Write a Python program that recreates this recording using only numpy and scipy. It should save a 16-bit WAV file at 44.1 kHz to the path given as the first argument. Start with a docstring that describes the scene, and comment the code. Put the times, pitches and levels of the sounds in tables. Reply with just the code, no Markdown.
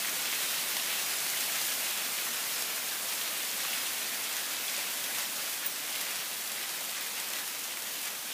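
"""Rain on dense foliage

Steady rain on trees and undergrowth is heard from a balcony, fading as the listener turns from the
nearest leaves. Countless far drops merge into a wash; nearer ones tick on wet leaves, and heavy drips
pat on broad leaves and scatter. Two tiny, very high squeaks sound in the trees."""
import sys
import numpy as np
from scipy import signal
from scipy.fft import rfft, irfft, next_fast_len
from scipy.io import wavfile
from scipy.ndimage import uniform_filter1d, map_coordinates

SR = 44100
rng = np.random.default_rng(int(sys.argv[2]) if len(sys.argv) > 2 else 0)


def to_wav(sig):
    """Store sig (one row per channel, or 1-D mono) as 16-bit WAV at the path in sys.argv[1].

    Samples outside -1..1 are clipped; the rate is SR.
    """
    pcm = np.clip(np.atleast_2d(sig), -1, 1) * 32767
    pcm = np.round(pcm).astype(np.int16)
    wavfile.write(sys.argv[1], SR, pcm.T)  # frames by channels


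N = 367353

# Strength of the rain at the listener, used relative to its mean: time_s, level_db
RAIN_STRENGTH = [(0.0, -36.5), (0.07, -36), (0.49, -35), (0.65, -35.5), (1.6, -35.5), (2.16, -36.5),
                 (5.22, -38), (5.31, -38.5), (5.4, -37.5), (5.59, -39), (5.84, -39.5), (5.96, -38),
                 (6.31, -39), (7.26, -39.5), (8.33, -41)]
# Spectral shapes of the three rain layers: frequency_hz, gain_db
MURMUR_SPECTRUM = [(25, -50), (45, -49.5), (65, -38), (100, -17), (135, -7), (210, -1.5), (290, -0.5),
                   (400, -2.5), (620, 1), (1000, 0), (1750, -1), (5000, -58)]
PATTER_SPECTRUM = [(150, -35), (500, -10.5), (1000, -6.5), (1600, -3.5), (2600, 0), (3400, 0), (4500, -2),
                   (7000, -5), (15000, -18.5)]
SPRAY_SPECTRUM = [(500, -43.5), (2000, -2.5), (4000, -2), (6000, -2), (9000, -0.75), (12500, 0),
                  (15400, 0.5)]
# Drips on broad leaves: start_s, relative_level_db, pitch_hz, ring_cycles (1 a splat, over 4 a plink)
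HEAVY_DRIPS = [(0.048, -26, 1900, 1), (0.085, -29, 2000, 1), (0.256, -25, 2900, 1),
               (0.328, -24.5, 2400, .9), (0.798, -25.5, 2730, 8), (0.906, -26.5, 2500, 1),
               (1.342, -28, 2000, 4), (1.615, -26, 4850, 8), (1.717, -33, 1800, 0.8), (2.187, -29, 1700, 1),
               (2.267, -36, 1550, 1), (3.122, -26, 4650, 8), (3.214, -27, 2700, 1), (3.651, -34, 1220, 3),
               (3.732, -26.5, 2550, 1.3), (3.812, -30, 2600, 1), (3.864, -28, 2700, 3),
               (4.365, -28.5, 1680, 14), (4.681, -23.5, 3380, 7), (4.77, -38, 570, 10),
               (4.81, -30, 2050, 10), (5.15, -33, 2500, 1), (5.184, -37.5, 1090, .8),
               (5.186, -25, 7500, .6), (5.253, -27, 3220, 6), (5.391, -36, 1400, 5), (5.627, -34, 1430, 10),
               (5.959, -29, 2800, 1.5), (6.067, -28, 2380, 3), (6.628, -29, 3100, 1.5),
               (6.895, -30, 3600, .8), (6.948, -30, 3100, 3), (6.979, -33, 1900, 1.5),
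               (7.172, -33, 2700, 1), (7.336, -29.5, 3400, .8), (7.386, -29, 3300, .8),
               (7.77, -29.5, 2270, 7)]
# Branches shedding water: start_s, length_s, patter_swell_db (before weighting), spray_swell_db
BRANCH_FLURRIES = [(0.18, 0.17, 1.5, -0.5), (0.79, 0.33, 1, -0.5), (1.055, 0.098, 0, 1.5),
                   (1.338, 0.11, 2.5, 1.3), (1.54, 0.46, 0, 1.5), (2.485, 0.15, 1.5, 1.5),
                   (3.118, 0.14, 0.3, 0.5), (3.56, 0.46, 2.3, 1.2), (4.662, 0.35, 1.5, 0.5),
                   (5.125, 0.12, 1.5, 2), (5.41, 0.2, 0, 1.4), (5.89, 0.45, 1.5, -0.5),
                   (6.87, 0.25, 1.5, -0.5), (7.144, 0.11, 2, 0.5), (7.303, 0.15, 2.5, 1.5),
                   (8.02, 0.1, -0.5, 1.5)]
# Drops striking nearby leaves: start_s, level_db, pitch_hz
CLOSE_DROPS = [(0.2565, -20, 3200), (0.329, -20, 2900), (0.7677, -15.5, 5400), (1.121, -23, 12000),
               (1.2654, -20, 11000), (1.304, -22, 12500), (1.556, -21, 5000), (1.6154, -16.5, 5200),
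               (1.9074, -20, 3930), (2.6228, -16, 10500), (3.1238, -20, 4300), (3.4316, -20, 5500),
               (4.3674, -19.5, 7000), (5.0416, -19.5, 7200), (5.1853, -17, 6500), (5.8947, -22, 5700),
               (5.9595, -22, 5000), (6.0118, -17, 10800), (6.012, -21, 3530), (6.158, -23, 7000),
               (6.4764, -21.5, 5300), (6.5188, -20.5, 6500), (6.6297, -21.5, 10000), (6.8095, -21, 7500),
               (7.0637, -22, 4200), (7.2005, -23, 8500), (7.303, -24, 6800), (7.3342, -19, 7200),
               (7.5919, -22, 9500), (7.7713, -23, 8800), (7.8214, -23, 4500), (7.955, -24, 5500),
               (8.015, -24, 9500), (8.0561, -20.5, 8500), (8.0743, -22.5, 4800)]
# Squeak tones, the first two overlapping: start_s, pitch_hz, level_db, length_s
SQUEAK_TONES = [(5.654, 15260, -25.5, .028), (5.658, 9130, -35, .014), (7.003, 15240, -35.5, .02)]


def amp(db):
    """Amplitude ratio of a level in decibels."""
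    return 10 ** (np.asarray(db) / 20)


def unit(x):
    """Normalisation to an rms of 1."""
    return x / np.sqrt(np.mean(x ** 2) + 1e-20)


def wobble(knots_per_s):
    """Smooth random modulation: a spline through Gaussian values."""
    return map_coordinates(rng.standard_normal(1000), [np.arange(N) * knots_per_s / SR], mode="mirror")


def add(track, start_s, sound):
    """Superposition: a sound sums into the track from its start time."""
    room_left = track[max(round(start_s * SR), 0):][:len(sound)]
    room_left += sound[:len(room_left)]


def coloured(x, spectrum):
    """Minimum-phase filtering imposes a spectral shape causally; the result has an rms of 1."""
    size = 2 * next_fast_len(N // 2 + SR // 4)
    hz, db = np.transpose(spectrum)
    log_hz = np.log(np.fft.rfftfreq(size, 1 / SR) + 1)
    cepstrum = irfft(np.log(amp(np.interp(log_hz, np.log(hz), db))))
    response = np.exp(rfft(2 * cepstrum[:size // 2], size))
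    return unit(irfft(rfft(x, size) * response, size)[:N])


def patchy_noise(depth_db):
    """Amplitude modulation of noise: its bands swell and sink independently."""
    bands = signal.stft(rng.standard_normal(N), nperseg=512)[2]
    patches = uniform_filter1d(rng.standard_normal(bands.shape), size=9, axis=0)
    patches = unit(uniform_filter1d(patches, size=10, axis=1))
    return unit(signal.istft(bands * amp(depth_db * patches), nperseg=512)[1][:N])


def impacts(count, centre_hz, spread_octaves, cycles, range_db, samples):
    """Spherical spreading: random drops ring their leaves, with amplitude inverse to distance."""
    when, place, pitch, life = rng.random((count, 4)).T
    hz = np.minimum(centre_hz * 2 ** (spread_octaves * (2 * pitch - 1)), SR / 2)
    distance = np.sqrt(place + amp(-2 * range_db))  # even cover of the ground outside a nearest radius
    turns = hz[:, None] * np.arange(samples) / SR
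    rings = np.sin(2 * np.pi * turns) * np.exp(-turns / (cycles * (.5 + life[:, None])))
    strength = rng.choice([-1, 1], count) / distance
    indices = (when * N).astype(int)[:, None] + np.arange(samples)
    return unit(np.bincount(indices.ravel(), (rings * strength[:, None]).ravel(), N)[:N])


def scattered(x, t60_s, wet_db):
    """Scattering by trunks and leaves adds a short tail, different from place to place."""
    t, hop = np.arange(SR // 4) / SR, SR // 12
    out = x.copy()
    for start in range(0, N, hop):
        tail = rng.standard_normal(len(t)) * amp(-60 * t / t60_s)
        echo = signal.fftconvolve(x[start:start + hop], tail / np.linalg.norm(tail))
        add(out, start / SR, amp(wet_db) * echo)
    return out


def murmur(level_db):
    """Attenuation by the foliage between takes the treble from far rain."""
    return amp(level_db + 0.26 * wobble(9.1)) * coloured(patchy_noise(depth_db=.5), MURMUR_SPECTRUM)


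def patter(level_db, swell_db):
    """Incoherent summation: far drops merge into a wash, while nearer ones tap the leaves singly."""
    taps = impacts(count=7000, centre_hz=2874, spread_octaves=0.9, cycles=0.69, range_db=8, samples=256)
    taps = unit(scattered(taps, t60_s=0.11, wet_db=2.0))
    taps *= amp(1.55 * swell_db)  # a flurry mostly brings separate near drops
    wash = amp(8.0 + 0.77 * swell_db) * patchy_noise(depth_db=1.0)
    return amp(level_db + 0.86 * wobble(16)) * coloured(taps + wash, PATTER_SPECTRUM)


def spray(level_db):
    """Brief impacts have broad spectra: small drops and splash droplets tick over a smooth hiss."""
    ticks = impacts(count=12000, centre_hz=9700, spread_octaves=0.91, cycles=0.6,
                    range_db=19.5, samples=64)
    ticks = unit(scattered(ticks, t60_s=0.17, wet_db=1.0))
    gain = amp(level_db + 0.39 * wobble(35))
    hiss = amp(4.0) * patchy_noise(depth_db=0.35)
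    return gain * coloured(ticks + hiss, SPRAY_SPECTRUM)


def leaf_ring(hz, cycles, t):
    """Damped vibration of a struck leaf: it yields, so the pat starts softly before dying away."""
    age = 2 * hz * t / cycles
    return 2 * age * np.exp(-age) * np.sin(2 * np.pi * hz * t) / np.sqrt(cycles)


def heavy_drips():
    """Break-up on impact: gathered water pats a broad leaf and its droplets tap the leaves around."""
    out, t = np.zeros(N), np.arange(SR // 5) / SR
    droplets_per_s, splash_t60_s = 900, 0.11
    for start_s, level_db, hz, cycles in HEAVY_DRIPS:
        pat = leaf_ring(hz, cycles, t)
        landings = rng.random(len(t)) < droplets_per_s / SR
        droplets = landings * rng.standard_normal(len(t)) * amp(-60 * t / splash_t60_s)
        tap = leaf_ring(1.18 * hz, cycles=0.84, t=t)
        splash = unit(signal.fftconvolve(droplets, tap)[:len(t)]) * pat.std()
        splash *= amp(0.7) / cycles ** 0.25  # the longer a leaf rings, the less it splashes
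        add(out, start_s, amp(level_db + 7) * (pat + splash))
    return out


def leaf_radiation(x, corner_hz):
    """A leaf small against the wavelength radiates poorly, so it gives almost no bass."""
    return signal.sosfilt(signal.butter(2, corner_hz, "high", fs=SR, output="sos"), x)


def flurries():
    """Level follows the flow of water: patter and spray swell as a branch sheds onto the leaves below."""
    swells_db, t = np.zeros((2, N)), np.arange(N) / SR
    rise_share = 0.46
    for start_s, length_s, *peaks_db in BRANCH_FLURRIES:
        ramp = np.interp((t - start_s) / length_s, [0, rise_share, 1], [0, 1, 0])
        swells_db += np.outer(peaks_db, np.sin(np.pi / 2 * ramp))
    return swells_db


def close_drops():
    """Impulsive excitation: a near leaf smacks for a few cycles, then thrown droplets sizzle briefly."""
    out, t = np.zeros(N), np.arange(SR // 10) / SR
    smack_t60_s, crack_t60_s, splash_t60_s = .0011, .003, .034
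    for start_s, level_db, hz in CLOSE_DROPS:
        smack = np.sin(2 * np.pi * hz * t) * amp(-60 * t / smack_t60_s)
        crack = .19 * rng.standard_normal(len(t)) * amp(-60 * t / crack_t60_s)
        splash = amp(-11.5) * rng.standard_normal(len(t)) * amp(-60 * t / splash_t60_s)
        add(out, start_s, amp(level_db) * (smack + crack + splash))
    return out


def squeaks():
    """Slight frequency modulation unsteadies short, high tones, which echo in the trees."""
    out = np.zeros(N)
    for start_s, hz, level_db, length_s in SQUEAK_TONES:
        envelope = np.hanning(int(length_s * SR))
        pitch_hz = hz + 40 * wobble(400)[:len(envelope)]
        add(out, start_s, amp(level_db) * envelope * np.sin(2 * np.pi * np.cumsum(pitch_hz) / SR))
    return scattered(out, t60_s=0.24, wet_db=-7.5)


def scene():
    """Superposition of three layers led by one rain strength and single events, alike in both channels."""
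    rain_db = np.interp(np.arange(N) / SR, *np.transpose(RAIN_STRENGTH))
    rain_db -= rain_db.mean()
    patter_swell_db, spray_swell_db = flurries()
    rain = (murmur(-47.5 + 0.67 * rain_db)
            + patter(-39 + 0.85 * rain_db, patter_swell_db)
            + spray(-35 + rain_db + spray_swell_db))
    near = leaf_radiation(close_drops() + heavy_drips(), corner_hz=450)
    mix = rain + near + squeaks()
    return np.array([mix, mix])


def record(dry):
    """Band limiting: an ideal low-pass filter passes nothing above its cutoff."""
    size, cutoff_hz = next_fast_len(N + SR // 2), 15340
    passband = np.fft.rfftfreq(size, 1 / SR) < cutoff_hz
    return irfft(rfft(dry, size) * passband, size)[:, :N]


dry = scene()
out = record(dry)
to_wav(out)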